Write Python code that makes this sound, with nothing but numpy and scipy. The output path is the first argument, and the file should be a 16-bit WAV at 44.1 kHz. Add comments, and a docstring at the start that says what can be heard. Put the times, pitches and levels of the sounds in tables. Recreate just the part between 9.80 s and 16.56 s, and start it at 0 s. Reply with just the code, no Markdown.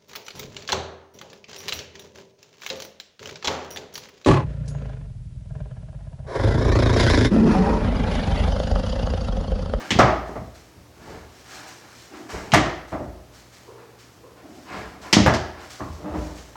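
"""Bottle flips in a bare room.

A child flips a part-filled plastic bottle three times. Each impact excites a damped response: the
shell cracks against a chair, the water slams after it, and the bottle drops, bounces and rolls on the
wooden floor. Between throws, friction sounds in clothes and soft steps, and water sloshes at its
resonance, over steady hiss, rumble and a faint mains hum."""
import sys
import numpy as np
from scipy import signal
from scipy.fft import rfft, irfft
from scipy.io import wavfile

SR = 44100
rng = np.random.default_rng(int(sys.argv[2]) if len(sys.argv) > 2 else 0)


def put_to_file(sound):
    """Save the sound as 16-bit audio at rate SR, in the file named by the first command-line argument."""
    columns = np.atleast_2d(sound).T  # one column per channel
    safe = np.clip(columns, -1, 1)
    whole_steps = np.round(safe * 32767)
    wavfile.write(sys.argv[1], SR, whole_steps.astype(np.int16))


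N = 298101


def gain_of(db):
    """Amplitude ratio of a level in decibels."""
    return 10 ** (np.asarray(db) / 20)


def unit_rms(x):
    """Normalisation to an rms of 1."""
    return x / np.sqrt(np.mean(x ** 2) + 1e-20)


def unit_energy(x):
    """Normalisation to an energy of 1."""
    return x / np.linalg.norm(x)


def value_at(curve, hz):
    """Interpolation on a logarithmic frequency axis."""
    curve_hz, values = np.transpose(curve)
    return np.interp(np.log(hz + 1), np.log(curve_hz + 1), values)


def add(mix, start_s, sound):
    """Superposition of a sound on the mix."""
    part = mix[max(round(start_s * SR), 0):][:len(sound)]
    part += sound[:len(part)]


def coloured(x, spectrum):
    """Spectral shaping by a gain curve, returned at an rms of 1."""
    gains = gain_of(value_at(spectrum, np.fft.rfftfreq(len(x), 1 / SR)))
    return unit_rms(irfft(rfft(x) * gains, len(x)))


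def resonate(x, hz, width_hz):
    """Resonance: two like band-pass stages in cascade, each of the given width."""
    carrier = np.exp(2j * np.pi * hz * np.arange(len(x)) / SR)
    pole = np.exp(-np.pi * width_hz / SR)
    for _ in range(2):
        x = 2 * (carrier * signal.lfilter([1 - pole], [1, -pole], x / carrier)).real
    return x


def stroke(start_s, rise_s, peak_db, fade_db_per_s):
    """Envelope of one movement: a smooth rise, then exponential decay."""
    age = np.arange(N) / SR - start_s
    swell = np.sin(np.pi / 2 * np.clip(age / rise_s, 0, 1)) ** 2
    return swell * gain_of(peak_db - fade_db_per_s * np.maximum(age - rise_s, 0))


# Background noise. Each row: frequency in Hz, relative spectral density in dB.
AIR_SPECTRUM = [(18, -26), (30, -34), (58, -1), (113, 0), (160, -9), (302, -2.5), (1300, -13.5),
                (3200, -20.5), (5880, -21), (8990, -28), (17000, -30.5)]
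# Mains hum. Each row: frequency in Hz, rms level in dB.
HUM_PARTIALS = [(60, -81), (119.5, -60.5), (179, -67.5)]

def room_tone(air_db=-52):
    """Stationary background: a continuous spectrum of hiss and rumble under the lines of mains hum."""
    t = np.arange(N) / SR
    hum = sum(gain_of(db) * np.sqrt(2) * np.sin(2 * np.pi * (hz * t + rng.random()))
              for hz, db in HUM_PARTIALS)
    return gain_of(air_db) * coloured(rng.standard_normal(N), AIR_SPECTRUM) + hum


# Decay of the room. Each row: frequency in Hz, time to fall 60 dB in seconds.
REVERB_TIMES = [(60, 0.2), (250, 0.6), (700, 0.64), (1500, 0.64), (3000, 0.59), (6000, 0.55), (9000, 0.34),
                (14000, 0.052)]

def room(direct_db, early_db, early_t60, echoes_per_s=5000, build_s=0.0057):
    """Impulse response: direct sound, a cluster of chatter and near reflections, and a diffuse tail."""
    t = np.arange(SR) / SR
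    near, far = rng.standard_normal((2, SR))
    echoes = near * (rng.random(SR) < echoes_per_s / SR)
    early = unit_energy(echoes * gain_of(-60 * t / early_t60))
    hz, frame_s, bands = signal.stft(far, SR, nperseg=256)
    decay = gain_of(-60 * frame_s / value_at(REVERB_TIMES, hz)[:, None])
    tail = signal.istft(bands * decay, SR, nperseg=256)[1][:SR]
    response = unit_energy(tail * (1 - np.exp(-t / build_s))) + gain_of(early_db) * early
    response[0] += gain_of(direct_db)
    return response


def friction(strokes, spectrum, fade_db_per_s, slips_per_s, spread_db, wet_db):
    """Stick-slip friction: tiny uneven slips, smeared by the room, swell with each movement."""
    slips = rng.standard_normal(N) * (rng.random(N) < slips_per_s / SR)
    slips *= gain_of(spread_db * np.minimum(rng.exponential(1, N), 4))
    response = unit_energy(room(direct_db=-25, early_db=-3.5, early_t60=0.11))
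    smear = signal.fftconvolve(slips, response)[:N]
    effort = np.sqrt(sum(stroke(*row, fade_db_per_s) ** 2 for row in strokes))
    return coloured(slips + gain_of(wet_db) * smear, spectrum) * effort


# Movements of the clothes. Each row: start in seconds, rise in seconds, peak in dB.
RUSTLES = [(-.02, 0.018, -41.5), (.44, 0.042, -52.5), (.73, .03, -52.5), (1.08, 0.26, -52),
           (1.42, 0.19, -52), (1.61, 0.16, -42.5), (1.85, .03, -45.5), (1.98, 0.24, -48),
           (2.33, 0.042, -50.5), (2.48, 0.03, -41.5), (2.52, 0.059, -48), (3.07, 0.02, -52.5),
           (3.5, 0.061, -51), (3.71, 0.038, -50.5), (4.17, 0.032, -52.5), (4.5, 0.36, -55),
           (4.84, 0.13, -47.5), (5.21, 0.013, -46.5), (5.75, 0.092, -49), (5.89, 0.02, -42.5),
           (6.1, 0.044, -52.5), (6.22, 0.24, -47.5), (6.53, 0.056, -46.5)]
# Sliding cloth. Each row: frequency in Hz, relative spectral density in dB.
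CLOTH_SPECTRUM = [(700, -9), (1500, -2.5), (3000, -6.5), (4500, -4.5), (6500, -4), (8000, -10),
                  (10000, -18), (13000, -18.5), (16500, -20.5)]

def clothes_rustle():
    """Friction of cloth on cloth radiates bright broadband noise."""
    return friction(RUSTLES, CLOTH_SPECTRUM,
                    fade_db_per_s=60.5, slips_per_s=2200, spread_db=-0.5, wet_db=1)


# Soft swishes of sleeve and feet, and one light splash of water in the bottle at 3.96 s.
# Each row: start in seconds, rise in seconds, peak in dB.
SWISHES_AND_SPLASH = [(-.02, 0.018, -32), (1.1, 0.25, -45.5), (1.52, 0.35, -44.5), (1.98, 0.068, -50.5),
                      (2.3, 0.059, -43), (2.485, .015, -37.5), (2.53, 0.028, -36.5), (3.96, 0.04, -50.5),
                      (4.55, 0.04, -51.5), (4.83, 0.14, -33), (5.21, 0.056, -39), (5.73, 0.075, -41)]
# Their shared colour. Each row: frequency in Hz, relative spectral density in dB.
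SWISH_SPECTRUM = [(120, -24), (200, -2), (227, -12), (284, -3), (493, -7), (856, -2), (1060, -4.5),
                  (1750, -6.5), (4000, -23.5), (5200, -19), (8800, -120)]

def swishes_and_splash():
    """Dense random pulses merge into soft noise: sleeve and feet brush, and water splashes once."""
    return friction(SWISHES_AND_SPLASH, SWISH_SPECTRUM,
                    fade_db_per_s=79, slips_per_s=1800, spread_db=2, wet_db=10.5)


def contact_pulse(spectrum, tilt_db, spot_hz, cutoff_hz, spot_db, spot_q, size=8192):
    """Minimum-phase pulse: the struck spot adds a resonance, and a softer contact cuts the treble."""
    hz = np.maximum(abs(np.fft.fftfreq(size, 1 / SR)), 1)
    db = value_at(spectrum, hz) + tilt_db * np.log2(np.maximum(hz, 100) / 1000)
    db += spot_db / (1 + (spot_q * (hz / spot_hz - spot_hz / hz)) ** 2)
    db -= 10 * np.log10(1 + (hz / cutoff_hz) ** 4)
    log_gain = np.log(gain_of(np.maximum(db, db.max() - 90)))
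    causal_spectrum = np.exp(signal.hilbert(log_gain).conj())
    return unit_energy(np.fft.ifft(causal_spectrum).real[:size // 2])


def ring(modes):
    """Free vibration: exponentially damped modes with random phases."""
    t = np.arange(SR) / SR
    phases = 2 * np.pi * rng.random(len(modes))
    return sum(gain_of(db - 60 * t / t60) * np.sin(2 * np.pi * hz * t + phase)
               for phase, (hz, db, t60) in zip(phases, modes))


def impacts(rows, spectrum, spot_db, spot_q, contact_hz, stiffening, hardening_db,
            direct_db, early_db, early_t60, modes=None, ring_db=0):
    """Impact excitation: each pulse drives the room and any modes of the struck body."""
    out = np.zeros(N)
    _, mean_db, _, mean_hz = np.mean(rows, axis=0)
    for start_s, db, tilt_db, spot_hz in rows:
        excess_db = db - mean_db
        # A stiffer spot or a harder blow shortens the contact, which brightens it.
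        cutoff_hz = contact_hz * (spot_hz / mean_hz) ** stiffening * 2 ** (excess_db / hardening_db)
        pulse = contact_pulse(spectrum, tilt_db, spot_hz, cutoff_hz, spot_db, spot_q)
        # A hard blow is one clean contact; a light one mostly chatters.
        response = room(direct_db + 0.64 * excess_db, early_db, early_t60)
        sound = unit_energy(signal.fftconvolve(response, pulse)[:SR])
        if modes:
            ringing = unit_energy(signal.fftconvolve(ring(modes), pulse)[:SR])
            sound = unit_energy(sound + gain_of(ring_db) * ringing)
        add(out, start_s, gain_of(db) * np.sqrt(0.05 * SR) * sound)  # level: energy spread over 50 ms
    return out


# Shell strikes. Each row: start in seconds, level in dB, tilt in dB per octave, spot resonance in Hz.
CRACKS = [(.1058, -21.5, -4, 3040), (.189, -28, 1.5, 5100), (2.719, -27, -5, 2950),
          (2.7368, -25.5, 7, 2980), (2.7475, -33, -1, 1940), (5.3278, -14, -2.5, 5430),
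          (5.463, -38, 10, 2070), (5.5373, -31, 0, 4800)]
# The plastic shell. Each row: frequency in Hz, relative spectral density in dB.
SHELL_SPECTRUM = [(150, -23), (400, -23), (900, -4), (1400, -9.5), (2000, 3.5), (2500, 0), (3100, 3.5),
                  (3800, 0), (5000, 0.5), (6600, -0.5), (7800, -5.5), (9500, -12.5), (11000, -14.5),
                  (13500, -15), (16000, -46)]

def shell_cracks():
    """A brief contact has a wide spectrum, so the plastic shell strikes with a bright crack."""
    return impacts(CRACKS, SHELL_SPECTRUM, spot_db=4, spot_q=3.3,
                   contact_hz=7400, stiffening=0.05, hardening_db=68,
                   direct_db=-21, early_db=6, early_t60=0.12)


# Heavy landings. Each row: start in seconds, level in dB, tilt in dB per octave, spot resonance in Hz.
THUDS = [(.108, -24, 4, 236), (.151, -22, 6.5, 139), (.1905, -25.5, -8, 384), (.2305, -18, -3, 139),
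         (.556, -34, 0, 114), (.616, -35.5, 6.5, 64.3), (.97, -46.5, -1, 86), (1.32, -42, -4, 81),
         (2.729, -18.5, -2, 149), (2.7405, -20.5, -6.5, 116), (2.747, -17, 4, 337),
         (3.125, -31.5, 0.5, 302), (3.268, -34, 1.5, 55), (5.33, -20, 8.5, 228), (5.368, -12, 6.5, 208),
         (5.386, -19, 6.5, 106), (5.472, -19, 1, 114), (6.008, -32, -1, 266), (6.08, -35, 1, 76),
         (6.243, -34, 9, 302), (6.292, -33, -19, 79), (6.34, -30, 10.5, 292), (6.366, -27, -15, 58.3)]
# A soft, heavy blow. Each row: frequency in Hz, relative spectral density in dB.
THUD_SPECTRUM = [(30, -12), (55, 1.5), (110, 1.5), (220, 2), (380, -5.5), (600, -14.5), (1200, -16.5),
                 (3000, -38), (8000, -80)]
# Floor and room modes. Each row: frequency in Hz, relative level in dB, time to fall 60 dB in seconds.
BOOM_MODES = [(58, -3, 1), (80.4, 0, 0.75), (115.1, 0.5, 0.37), (147.5, -7.5, 0.57), (197, -0.5, 0.28),
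              (234.3, -5.5, 0.22), (306, -2.5, 0.51)]

def water_and_heel_thuds():
    """A long contact drives low modes: the water's weight, or a heel, makes floor and room boom."""
    return impacts(THUDS, THUD_SPECTRUM, spot_db=9, spot_q=2.44,
                   contact_hz=400, stiffening=0.83, hardening_db=42,
                   direct_db=-6.5, early_db=2.5, early_t60=0.16, modes=BOOM_MODES, ring_db=1)


# Blows on wood. Each row: start in seconds, level in dB, tilt in dB per octave, spot resonance in Hz.
KNOCKS = [(.1893, -13.5, -1.5, 680), (.1937, -12.5, -1, 1250), (.206, -15.5, 2, 704), (.231, -25, 0, 690),
          (.284, -21.5, 0.5, 645), (.49, -34.5, -1, 424), (.5562, -32.5, 0.5, 656),
          (2.737, -12.5, 6.5, 700), (2.7462, -19, 0, 1900), (2.86, -28.5, 0.5, 348), (3.12, -36, -1.5, 980),
          (3.1285, -28, -1, 650), (3.205, -31.5, -6, 574), (3.272, -49, -4, 705), (5.368, -20.5, -0.5, 415),
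          (5.4625, -15, -1, 1650), (5.472, -22.5, -2, 905), (5.486, -23.5, -1, 666),
          (5.997, -39, -2.5, 1130), (6.005, -33, 0, 1065), (6.755, -39.5, 4.5, 990)]
# Struck wood. Each row: frequency in Hz, relative spectral density in dB.
WOOD_SPECTRUM = [(80, -8.5), (160, -3), (350, -0.5), (480, -5), (700, 1), (900, -4.5), (1250, -4),
                 (1550, -9.5), (1950, -6.5), (2500, -13.5), (3500, -16), (6000, -20), (9000, -78),
                 (14000, -75)]
# Board modes. Each row: frequency in Hz, relative level in dB, time to fall 60 dB in seconds.
BOARD_MODES = [(367, -2.5, 0.86), (495, -0.5, 0.84), (553, -10, 0.63), (616, 4.5, 0.58), (755, -4.5, 0.23),
               (850, 3, 0.58), (1188, 8.5, 0.27), (1310, -27, 0.53), (1725, 6.5, 0.23), (2060, -38, 0.4)]

def wood_knocks():
    """Modal ringing: the bottle knocks on wood and the boards vibrate at their natural frequencies."""
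    return impacts(KNOCKS, WOOD_SPECTRUM, spot_db=8.5, spot_q=6.8,
                   contact_hz=1590, stiffening=0.49, hardening_db=31,
                   direct_db=-8.5, early_db=5, early_t60=0.17, modes=BOARD_MODES, ring_db=-10)


# Footfalls. Each row: start in seconds, rise in seconds, peak in dB.
STEPS = [(1.13, 0.2, -39), (2.52, 0.028, -31.5), (4.88, 0.11, -35)]
# The loaded floor. Each row: frequency in Hz, relative spectral density in dB.
TREAD_SPECTRUM = [(18, -31), (30, -5), (81, 6), (146, -4.5), (292, -1.5), (727, -9), (781, -13), (900, -7),
                  (1170, -27), (1980, -120)]

def soft_steps():
    """Friction under gradual loading: feet press on the boards with a low noise."""
    return friction(STEPS, TREAD_SPECTRUM, fade_db_per_s=73, slips_per_s=370, spread_db=-3.5, wet_db=7.5)


# Surges of water. Each row: start in seconds, rise in seconds, peak in dB, resonance in Hz.
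SLOSHES = [(2.299, 0.03, -42, 315), (2.378, 0.016, -42.5, 298), (3.864, 0.027, -44, 436),
           (3.971, 0.032, -51.5, 447), (4.421, 0.022, -48.5, 474), (4.6, 0.09, -43, 278),
           (4.75, 0.014, -44, 270)]

def water_slosh(upper_db=-6, fade_db_per_s=75):
    """Noise-driven resonance: a surge stirs a low band set by the bottle's tilt and a weaker one above."""
    out = np.zeros(N)
    for start_s, rise_s, peak_db, hz in SLOSHES:
        stir = rng.standard_normal(SR)
        gurgle = unit_rms(resonate(stir, hz, width_hz=135))
        splash = unit_rms(resonate(stir, 2.2 * hz, width_hz=290))
        surge = stroke(0, rise_s, peak_db, fade_db_per_s)[:SR]
        add(out, start_s, (gurgle + gain_of(upper_db) * splash) * surge)
    return out


# Hollow resonances of bottle and boards. Each row: frequency in Hz, stage width in Hz, gain in dB.
ROLL_RESONANCES = [(201, 81, 1.5), (295, 56, 4.5), (414, 570, -4), (596, 89, 1), (848, 110, -5),
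                   (1100, 250, -17.5)]

def bottle_roll(bumps_per_s=600):
    """Forced vibration: the ribs patter on the boards, swelling, then fading as the bottle coasts."""
    bumps = rng.standard_normal(N) * (rng.random(N) < bumps_per_s / SR)
    patter = signal.fftconvolve(bumps, room(direct_db=-6, early_db=1, early_t60=0.23))[:N]
    body = sum(gain_of(db) * resonate(patter, hz, width_hz) for hz, width_hz, db in ROLL_RESONANCES)
    return unit_rms(body) * stroke(start_s=6.1, rise_s=0.28, peak_db=-30.5, fade_db_per_s=74)


def scene():
    """Linear superposition of all sources at one microphone."""
    landings = shell_cracks() + wood_knocks() + water_and_heel_thuds()
    movements = clothes_rustle() + swishes_and_splash() + soft_steps()
    return (landings + movements + water_slosh() + bottle_roll() + room_tone())[None]


def record(dry, low_hz=42, high_hz=17000):
    """Band limiting and soft saturation: deep bass is shed, peaks round off, the top treble is cut."""
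    highpass = signal.butter(4, low_hz, "highpass", fs=SR, output="sos")
    lowpass = signal.firwin(511, high_hz, window=("kaiser", 9), fs=SR)
    thinned = signal.sosfilt(highpass, dry)
    rounded = thinned / (1 + thinned ** 6) ** (1 / 6)
    return signal.oaconvolve(rounded, lowpass[None], "same")


dry = scene()
out = record(dry)
put_to_file(out)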